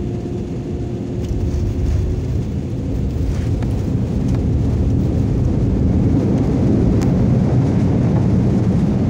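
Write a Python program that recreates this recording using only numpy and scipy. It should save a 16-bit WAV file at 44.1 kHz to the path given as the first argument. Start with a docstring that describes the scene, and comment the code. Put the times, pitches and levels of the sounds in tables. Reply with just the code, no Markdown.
"""Wheels rumble through the floor and a pump hums: a jet airliner braking, heard at a phone in the cabin.
The pump stops; reverse thrust swells through the hull and rings the cabin, with a faint fan tone.
Bumps rattle the trim, loose fittings tick, a panel knocks, plastic scrapes, the phone case snaps.
Air vents hiss throughout. Near the window, its recess colours the hiss and the rattle."""
import sys
import numpy as np
from scipy import signal
from scipy.fft import rfft, irfft, next_fast_len
from scipy.io import wavfile
from scipy.ndimage import uniform_filter1d, minimum_filter1d

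SR = 44100
rng = np.random.default_rng(int(sys.argv[2]) if len(sys.argv) > 2 else 0)


def master(y):
    """Save y as 16-bit WAV."""
    cut = np.clip(np.atleast_2d(y).T, -1, 1)
    pcm = np.round(cut * 32767)  # scale
    wavfile.write(sys.argv[1], SR, pcm.astype(np.int16))


N = 400869

# wheel rumble through the floor: t/s, level/dB
WHEEL_LEVEL = [(0, -29), (.7, -29.5), (1.05, -33), (1.3, -21), (1.9, -19), (2.4, -21), (2.6, -27.5),
               (2.9, -22), (3.1, -20.5), (3.6, -18.5), (4.1, -24), (4.3, -18), (4.9, -18), (5.45, -18),
               (6.05, -17.5), (6.2, -21.5), (6.9, -18.5), (7.8, -22.5), (9.09, -22.5)]


def thrust():
    """The deflected jet beats on the hull; power lifts each band; wheels and jolts shake it too."""
    # band spectra: f/Hz, relative level/dB
    boom_spectrum = [(70, -18), (95, -11.5), (125, -5.5), (145, -9.5), (170, -15), (210, -32.5)]
    growl_spectrum = [(120, -19), (150, -3.5), (190, -2), (225, 0), (260, -27), (320, -42)]
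    body_spectrum = [(190, -25), (240, -2.5), (300, -4.5), (400, -8.5), (520, -13), (600, -33.5),
                     (750, -32)]
    rush_spectrum = [(480, -16.5), (600, 1), (750, -2), (1000, -10), (1400, -15.5), (2200, -19),
                     (3000, -27), (6500, -30), (8000, -42), (11500, -50.5), (13000, -71.5)]
    engine_power = [(0, 0), (1.4, 0), (2.8, 0.02), (3.3, 0.11), (4.2, 0.41), (5.0, 0.45), (5.8, 0.74),
                    (6.3, 0.97), (6.9, 1), (7.6, 1), (8.2, 0.97), (9.09, 0.77)]  # t/s, power/0-1
    phone_turn = [(0, 0.17), (6.3, 0.14), (7.1, 0.61), (7.6, 0.69), (8.3, 0.43), (9.09, 1)]  # swing from window into cabin: t/s, turn/0-1
    power, turn = curves(engine_power)[0], curves(phone_turn)[0]
    # dB: idle + rise with power + change with turn
    boom = undb(-29 + 14.5 * power)
    growl = undb(-30 + 12.5 * power + 3.5 * turn)
    body = undb(-29.5 + 13 * power - 3 * turn)
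    rush = undb(-45.5 + 13 * power + 3 * turn)
    boom = np.hypot(boom, undb(curves(WHEEL_LEVEL)[0] - 6))
    rush = np.hypot(rush, undb(1.5) * np.sqrt(jolts()[0]))
    return (boom * cabin_noise(boom_spectrum, flicker_db=.83, rate_hz=11)
            + growl * cabin_noise(growl_spectrum, flicker_db=.98, rate_hz=9)
            + body * cabin_noise(body_spectrum, flicker_db=.3, rate_hz=17)
            + rush * cabin_noise(rush_spectrum, flicker_db=.44, rate_hz=15))


def wheels():
    """Tyres on rough tarmac thud through gear and floor."""
    spectrum = [(20, -48), (32, -15.5), (45, 1), (60, 3.5), (80, 3.5), (100, 0), (140, -45.5)]  # f/Hz, relative level/dB
    return undb(curves(WHEEL_LEVEL)[0]) * cabin_noise(spectrum, flicker_db=1.1, rate_hz=12)


def swells():
    """Bands of noise rise out of the roar and sink back."""
    events = [(1.949, 0.32, 1500, 1700, -51), (3.4, 0.29, 1700, 1600, -44), (4.101, 1.1, 271, 6.6, -31),
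              (4.801, 1.0, 270.6, 8.5, -27), (5.502, .9, 267.5, 6.4, -26), (6.3, 1.1, 266.8, 9.1, -25.5),
              (6.146, 0.42, 286, 88, -20), (6.751, 0.45, 610, 88, -33), (6.821, 0.5, 340, 91, -18),
              (7.3, 0.58, 524, 50, -29.5), (7.797, 0.13, 1790, 1200, -41), (7.905, 0.13, 740, 76, -35),
              (8.058, .07, 1900, 900, -43), (8.163, .04, 1750, 540, -38.5), (8.6, 1.3, 182.7, 35, -17.5)]  # t/s, length/s, f/Hz, width/Hz, level/dB
    t = np.arange(N) / SR
    out = np.zeros(N)
    for peak_s, length_s, hz, width_hz, db in events:
        near = np.abs(t - peak_s) < 1.5 * length_s
        band = unit(ring_modes(rng.standard_normal(SR * 4), [(hz, width_hz, 0)]))
        envelope = np.exp(-8 * ((t[near] - peak_s) / length_s) ** 2)
        out[near] += undb(db) * envelope * band[-near.sum():]
    return out


def pump():
    """The hydraulic pump sings two harmonics until it cuts out."""
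    track = [(0, 353, -32.5, -47.5), (.9, 353, -32.5, -49), (1.55, 355, -32.5, -52), (1.7, 351, -34, -57),
             (1.85, 356, -34.5, -59), (2.1, 364, -33.5, -62), (2.18, 365, -34.5, -64),
             (2.27, 371, -36, -66), (2.36, 374, -60, -80)]  # t/s, f/Hz, level/dB, second harmonic/dB
    hz, db, second_db = curves(track)
    phase = wavering_phase(hz)
    first = undb(db + .6 * walk(8)) * np.sin(phase)
    second = undb(second_db + 1.4 * walk(8)) * np.sin(2 * phase)
    return np.sqrt(2) * (first + second)


def hum():
    """A brief higher hum swells and sags in pitch."""
    track = [(2.6, 481, -65), (2.8, 481.4, -47), (3.0, 482, -39), (3.25, 467, -61), (3.45, 460, -67)]  # t/s, f/Hz, level/dB
    hz, db = curves(track)
    return np.sqrt(2) * undb(db + 1.5 * walk(12)) * np.sin(wavering_phase(hz))


def fan(steady=.4, blur_hz=130):
    """Blade tone of the engine fan; turbulence spreads most of it into a band."""
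    track = [(5.4, 2040, -76), (5.7, 2170, -60), (6.0, 2220, -56), (6.12, 2215, -52), (6.3, 2180, -61),
             (6.55, 2070, -53), (6.75, 2040, -58), (6.9, 2060, -60), (7.2, 2115, -59), (7.55, 2145, -57),
             (7.9, 2120, -57), (8.15, 2085, -57), (8.35, 2060, -76)]  # t/s, f/Hz, level/dB
    hz, db = curves(track)
    return np.sqrt(2) * undb(db) * (steady + walk(blur_hz)) * np.sin(wavering_phase(hz))


def knocks():
    """Hollow knocks on a panel."""
    blows = [(3.6244, -16.5, .002, 0, -3), (3.6285, -21, .002, -2, -2), (4.345, -19.5, .0015, -.5, 2),
             (4.3515, -23, .002, -4, 5), (6.3835, -25, .0015, 0, 2), (6.394, -26, .003, -3, 5),
             (8.044, -21, .004, -4, 3), (8.068, -22, .004, -4, 4), (8.135, -23, .005, -4, 4),
             (8.1575, -18, .005, -4, 4), (8.165, -17, .005, -6, 8), (8.173, -17, .005, -6, 9),
             (8.793, -26, .004, -1, 0)]  # t/s, peak/dB, contact/s, hardness/(dB/octave), hollow lift/dB
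    panel_modes = [(520, -5, .03), (646, -1, .032), (840, -5, .028), (1050, -10, .024), (1345, -9, .022),
                   (1700, -8, .02), (1970, -8, .02), (2340, -5.5, .015), (2620, -12, .014),
                   (3030, -12, .014), (3830, -11, .016), (4300, -13, .014), (4800, -14, .014),
                   (5700, -16, .012), (6400, -16, .012), (7200, -16, .012), (8600, -16, .01),
                   (10500, -19, .008), (12500, -24, .008), (14800, -22, .008)]  # f/Hz, level/dB, t60/s
    return strike(blows, panel_modes)


def snaps(contact_s=.00005):
    """Dry snaps against the phone case."""
    blows = [(7.0171, -10, 1.5), (7.0292, -17, 1), (7.0296, -6, .5)]  # t/s, peak/dB, hardness/(dB/octave)
    case_modes = [(1100, -1, 0.0028), (1900, 4, 0.0022), (3000, 2, 0.0015), (4200, -1, 0.0016),
                  (5200, 0, .002), (6300, 3, 0.0023), (9000, -12, 0.002), (11500, -13, .002),
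                  (13500, -20, .003), (15000, -16, .003)]  # f/Hz, level/dB, t60/s
    return strike([(s, db, contact_s, hardness, 0) for s, db, hardness in blows], case_modes)


def ticks():
    """Dying noise bursts ring the modes of loose fittings."""
    events = [(1.22, -41, 6700, -15, -14, .02), (1.2448, -33, 6100, -1, -15, 0.04),
              (1.2465, -33, 5100, -5, -20, 0.04), (1.286, -30, 5910, -15, -12, 0.056),
              (1.3259, -37, 5620, -14, -21, 0.035), (1.538, -35, 5760, -9, -18, 0.035),
              (1.883, -37, 6440, -10, -17, 0.027), (2.108, -48, 7000, -8, 0, .02),
              (2.702, -48, 6170, -6, 4, 0.035), (3.1073, -33.5, 4900, -2, -21, 0.035),
              (3.318, -36, 5910, -7, -9, 0.031), (3.388, -40, 4600, -6, -16, .03),
              (3.41, -35, 6300, -4, -14, .03), (3.44, -40, 5200, -4, -16, .03),
              (3.3468, -32, 6100, -13, -20, 0.027), (3.7095, -40.5, 5880, 4, 5, 0.028),
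              (3.752, -47, 6130, -8, -15, 0.032), (3.792, -35, 5700, -12, -16, 0.05),
              (3.846, -39, 4990, -7, -4, 0.025), (4.2826, -34, 5920, -3, -22, 0.05),
              (4.2882, -33, 6100, -6, -22, 0.04), (4.289, -30, 4050, -8, -22, 0.05),
              (4.3924, -42, 4600, -7, -22, 0.032), (4.7252, -40, 4980, -9, -23, 0.035),
              (4.902, -34, 5550, -11, -22, 0.035), (5.1454, -44, 5910, -9, -15, 0.035),
              (5.1936, -36, 6560, -14, -19, 0.035), (5.378, -38, 5900, -11, -6, 0.03),
              (5.449, -35.5, 6040, -13, -10, 0.03), (5.625, -47, 6000, -9, -1, 0.03),
              (5.65, -43, 5220, -8, -25, 0.035), (5.7947, -35, 4660, -10, -17, 0.035),
              (6.378, -31, 5930, -3, -29, 0.035), (6.473, -34, 4960, -17, -20, 0.032),
              (7.0195, -36, 6700, -20, -22, 0.03)]  # t/s, mid peak/dB, mid f/Hz, low/dB re mid, high/dB re mid, t60/s
    fitting_modes = [
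        [(2000, 900, -14), (3070, 750, 20)],
        [(10600, 5500, -1), (14900, 2000, -14)],
    ]  # low group, high group: f/Hz, width/Hz, level/dB
    t = np.arange(SR // 12) / SR
    out = np.zeros(N + len(t))
    for start_s, peak_db, hz, low_db, high_db, t60_s in events:
        burst = rng.standard_normal(len(t)) * np.exp(-np.log(1000) * t / t60_s)
        mid_modes = [(hz, 900, 0), (5800, 4000, -5)]
        for group, db in zip(fitting_modes + [mid_modes], (low_db, high_db, 0)):
            ring = ring_modes(burst, group)
            out[int(start_s * SR):][:len(t)] += undb(peak_db + db) * ring / np.abs(ring).max()
    return out[:N]


def rattle(gain, sizzle_gain):
    """Many tiny knocks in the shaken trim."""
    spectrum = [(880, -1), (1500, -7.5), (1630, -6.5), (2470, -4.5), (2850, -12), (3040, -10), (4020, -9),
                (6370, -8.5), (7630, -14.5), (10200, -20.5), (13000, -34.5)]  # f/Hz, relative level/dB
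    # thin high sizzle, lifted near 15 kHz by the phone's microphone: f/Hz, relative level/dB
    sizzle_spectrum = [(13000, -37.5), (13900, -21), (14400, -5), (15000, 0), (16000, -3.5)]
    shake = bursts(per_s=700, spread_db=2, decay_s=.011, samples=SR // 40)
    return gain * through_recess(shake, spectrum) + sizzle_gain * colour(shake, sizzle_spectrum)


def crackle(gain):
    """Sparse fine ticks of the trim, riding on the rattle."""
    spectrum = [(5500, -25.5), (7500, -8.5), (10000, -2), (13000, -8.5), (15500, -5)]  # f/Hz, relative level/dB
    pops = bursts(per_s=45, spread_db=2.2, decay_s=.002, samples=SR // 100)
    return gain * undb(-27) * colour(pops, spectrum)


def shaking():
    """Gains of the rattle and its high sizzle: fluttering bed plus jolts."""
    bed_level = [(0, -53, -76), (1.15, -56.5, -77), (1.3, -57, -72), (2.4, -51, -67), (2.9, -55.5, -74),
                 (3.5, -59, -74), (4.5, -52, -73), (6.0, -52, -75), (6.6, -48, -75), (7.0, -49, -73),
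                 (7.6, -51, -80), (8.0, -59, -76), (9.09, -58, -73)]  # t/s, level/dB, sizzle/dB
    db, sizzle_db = curves(bed_level)
    flutter = walk(60)
    bed = undb([db - 1.5 * flutter, sizzle_db + 3 * flutter])
    return np.sqrt(bed ** 2 + jolts())


def jolts(fall_ratio=1.34):
    """Power of the rattle and its high sizzle: each bump swells fast and falls more slowly."""
    bumps = [(1.247, 0.085, -48, -62), (1.414, 0.045, -50, -64), (1.55, 0.15, -46, -60),
             (1.72, 0.24, -50.5, -62), (1.932, 0.24, -44.5, -64), (2.337, 0.14, -55, -63),
             (2.96, 0.058, -49.5, -59), (3.2, 0.21, -49.5, -58), (3.385, 0.26, -43, -62),
             (3.8, 0.29, -48.5, -61), (4.128, 0.13, -49.5, -68), (4.305, 0.078, -45.5, -63),
             (4.75, 0.55, -50, -67), (5.02, 0.044, -49, -54), (5.19, .07, -45.5, -57),
             (5.387, .1, -63, -69), (5.724, .05, -59, -67), (5.954, .06, -44, -68), (6.214, 0.22, -51, -64),
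             (6.472, .06, -51, -59), (6.7, 0.16, -47, -67), (6.96, 0.14, -62, -67), (7.076, .09, -50, -57),
             (7.216, 0.035, -57, -67), (7.295, 0.033, -48, -65), (7.404, 0.2, -47.5, -74),
             (7.69, .12, -45, -68), (7.822, 0.063, -42, -68), (8.04, 0.076, -46, -72),
             (8.294, 0.39, -47, -75), (8.6, 0.42, -46, -71), (8.804, 0.11, -45.5, -70)]  # t/s, length/s, level/dB, sizzle/dB
    t = np.arange(N) / SR
    out = np.zeros((2, N))
    for peak_s, length_s, db, sizzle_db in bumps:
        near = slice(int((peak_s - .6) * SR), int((peak_s + .8) * SR))
        age = (t[near] - peak_s) / (length_s / 2)
        envelope = np.exp(-np.where(age < 0, 2 * age ** 2, 1.8 * age / fall_ratio))
        out[:, near] += undb([[db], [sizzle_db]]) ** 2 * envelope
    return out


def scrape():
    """Grainy friction rings three modes of the plastic."""
    level = [(1.47, -75), (1.51, -52), (1.55, -48), (1.6, -51), (1.64, -57), (1.68, -71)]  # t/s, level/dB
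    plastic_modes = [(4500, 170, 15), (5470, 200, 9.1), (6050, 300, 8)]  # f/Hz, width/Hz, lift/dB
    spectrum = [(3500, -20.5), (4300, -.5), (6800, 3), (8000, -21)]  # f/Hz, relative level/dB
    grains = rng.standard_normal(N) * undb(2.3 * walk(150))
    return undb(curves(level)[0]) * colour(grains, spectrum, plastic_modes)


def vents(level_db=-53):
    """Smooth hiss of the air supply."""
    spectrum = [(530, -36.5), (900, -16), (1270, -8), (2710, -2), (4490, -8.5), (5240, -17), (7250, -8.5),
                (8370, -21), (10500, -23), (12600, -32), (13900, -34.5), (14700, -26), (15800, -30.5)]  # f/Hz, relative level/dB
    return undb(level_db) * through_recess(rng.standard_normal(N), spectrum)


def cabin_noise(spectrum, flicker_db, rate_hz):
    """Flickering turbulent noise rings the cabin; rms 1."""
    cabin_modes = [(114.8, 49, 7.5), (186.2, 30, 5.5), (268.2, 15, 7), (546, 36, 5)]  # f/Hz, width/Hz, lift/dB
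    noise = rng.standard_normal(N) * undb(flicker_db * walk(rate_hz))
    return colour(noise, spectrum, cabin_modes)


def through_recess(x, spectrum):
    """Colour x; near the window the recess adds its resonances."""
    recess_modes = [(1760, 100, 7), (2120, 100, 2.5), (2750, 380, 6), (3450, 100, 8), (4300, 200, 4.5),
                    (4980, 190, 5), (5300, 150, -3), (5470, 86, 7.5), (5850, 150, 7), (6580, 450, 7.5),
                    (9150, 100, 3), (9470, 170, -1), (10100, 150, -6)]  # f/Hz, width/Hz, lift/dB
    recess_share = [(0, 0.6), (2.3, 0.8), (3.2, 0.03), (6.3, 0.3), (6.8, 0.3), (9.09, 0.05)]  # t/s, share/0-1
    share = curves(recess_share)[0]
    return share * colour(x, spectrum, recess_modes) + (1 - share) * colour(x, spectrum)


def strike(blows, modes, hollow_hz=900):
    """Blows ring decaying modes; long contact slows the attack, hardness favours the high modes."""
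    t = np.arange(SR // 10) / SR
    hz, db, t60_s = np.transpose(modes)[:, :, None]
    decay = np.exp(-np.log(1000) * t / t60_s)
    hollow = np.exp(-(np.log2(hz / hollow_hz) / .4) ** 2)  # modes lifted by a mid-panel blow
    scatter = rng.standard_normal((len(blows), 2, len(modes), 1))
    out = np.zeros(N + len(t))
    for (start_s, peak_db, contact_s, hardness, hollow_db), (detune, uneven) in zip(blows, scatter):
        lift_db = hardness * np.log2(hz / 1000) + hollow_db * hollow + 1.5 * uneven
        ring = undb(db + lift_db) * np.sin(2 * np.pi * hz * (1 + .015 * detune) * t) * decay
        hit = ring.sum(axis=0) * (1 - np.exp(-t / contact_s))
        out[int(start_s * SR):][:len(t)] += undb(peak_db) * hit / np.abs(hit).max()
    return out[:N]


def bursts(per_s, spread_db, decay_s, samples):
    """Randomly timed, dying noise bursts of unequal size."""
    impulses = (rng.random(N) < per_s / SR) * undb(spread_db * rng.exponential(size=N))
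    tail = np.exp(-np.arange(samples) / (decay_s * SR))
    return signal.fftconvolve(impulses, tail)[:N] * rng.standard_normal(N)


def ring_modes(x, modes):
    """Sum of resonators (f/Hz, width/Hz, level/dB), each applied twice."""
    out = 0
    for hz, width_hz, db in modes:
        b, a = signal.iirpeak(hz, hz / width_hz, SR)
        out = out + undb(db) * signal.lfilter(b, a, signal.lfilter(b, a, x))
    return out


def colour(x, spectrum, modes=()):
    """Shape x by a spectrum (f/Hz, level/dB) and resonances; rms 1."""
    size = next_fast_len(N)
    hz = np.arange(size // 2 + 1) * SR / size + 1e-3
    point_hz, db = np.transpose(spectrum)
    gain = undb(np.interp(np.log(hz), np.log(point_hz), db, left=-120, right=-120))
    for centre_hz, width_hz, lift_db in modes:
        gain *= undb(lift_db / (1 + (2 * (hz - centre_hz) / width_hz) ** 2))
    return unit(irfft(rfft(x, size) * gain, size)[:N])


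def wavering_phase(hz):
    """Phase of a tone whose pitch wavers slightly."""
    return 2 * np.pi * np.cumsum(hz * (1 + .0015 * walk(6))) / SR


def walk(rate_hz):
    """Random steps, smoothed twice; rms 1."""
    hold = int(SR / rate_hz)
    steps = np.repeat(rng.standard_normal(N // hold + 1), hold)
    return unit(uniform_filter1d(uniform_filter1d(steps, hold), hold)[:N])


def curves(table):
    """Columns of a table, interpolated linearly in time."""
    times_s, *columns = np.transpose(table)
    return [np.interp(np.arange(N) / SR, times_s, column) for column in columns]


def undb(db):
    """Decibels to gain."""
    return 10 ** (np.asarray(db) / 20)


def unit(x):
    """Scale to rms 1."""
    return x / np.sqrt(np.mean(x ** 2))


def scene():
    """All sources, mono."""
    hits = ticks() + knocks() + snaps()
    gain, sizzle_gain = shaking()
    roar = wheels() + thrust() + swells()
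    tones = pump() + hum() + fan()
    treble = vents() + rattle(gain, sizzle_gain) + crackle(gain) + scrape()
    return (roar + tones + hits + treble)[None]


def record(dry, threshold=.3, look_s=.02, cutoff_hz=15720):
    """A soft look-ahead limiter holds down the loudest swings; the top is cut."""
    window = int(look_s * SR)
    gain = np.minimum(1, (threshold / (np.abs(dry) + 1e-9)) ** .53)
    gain = uniform_filter1d(minimum_filter1d(gain, window), window)
    lowpass = signal.ellip(10, .1, 45, cutoff_hz, fs=SR, output="sos")
    return signal.sosfiltfilt(lowpass, 1.05 * dry * gain, padlen=SR // 10)


dry = scene()
out = record(dry)
master(out)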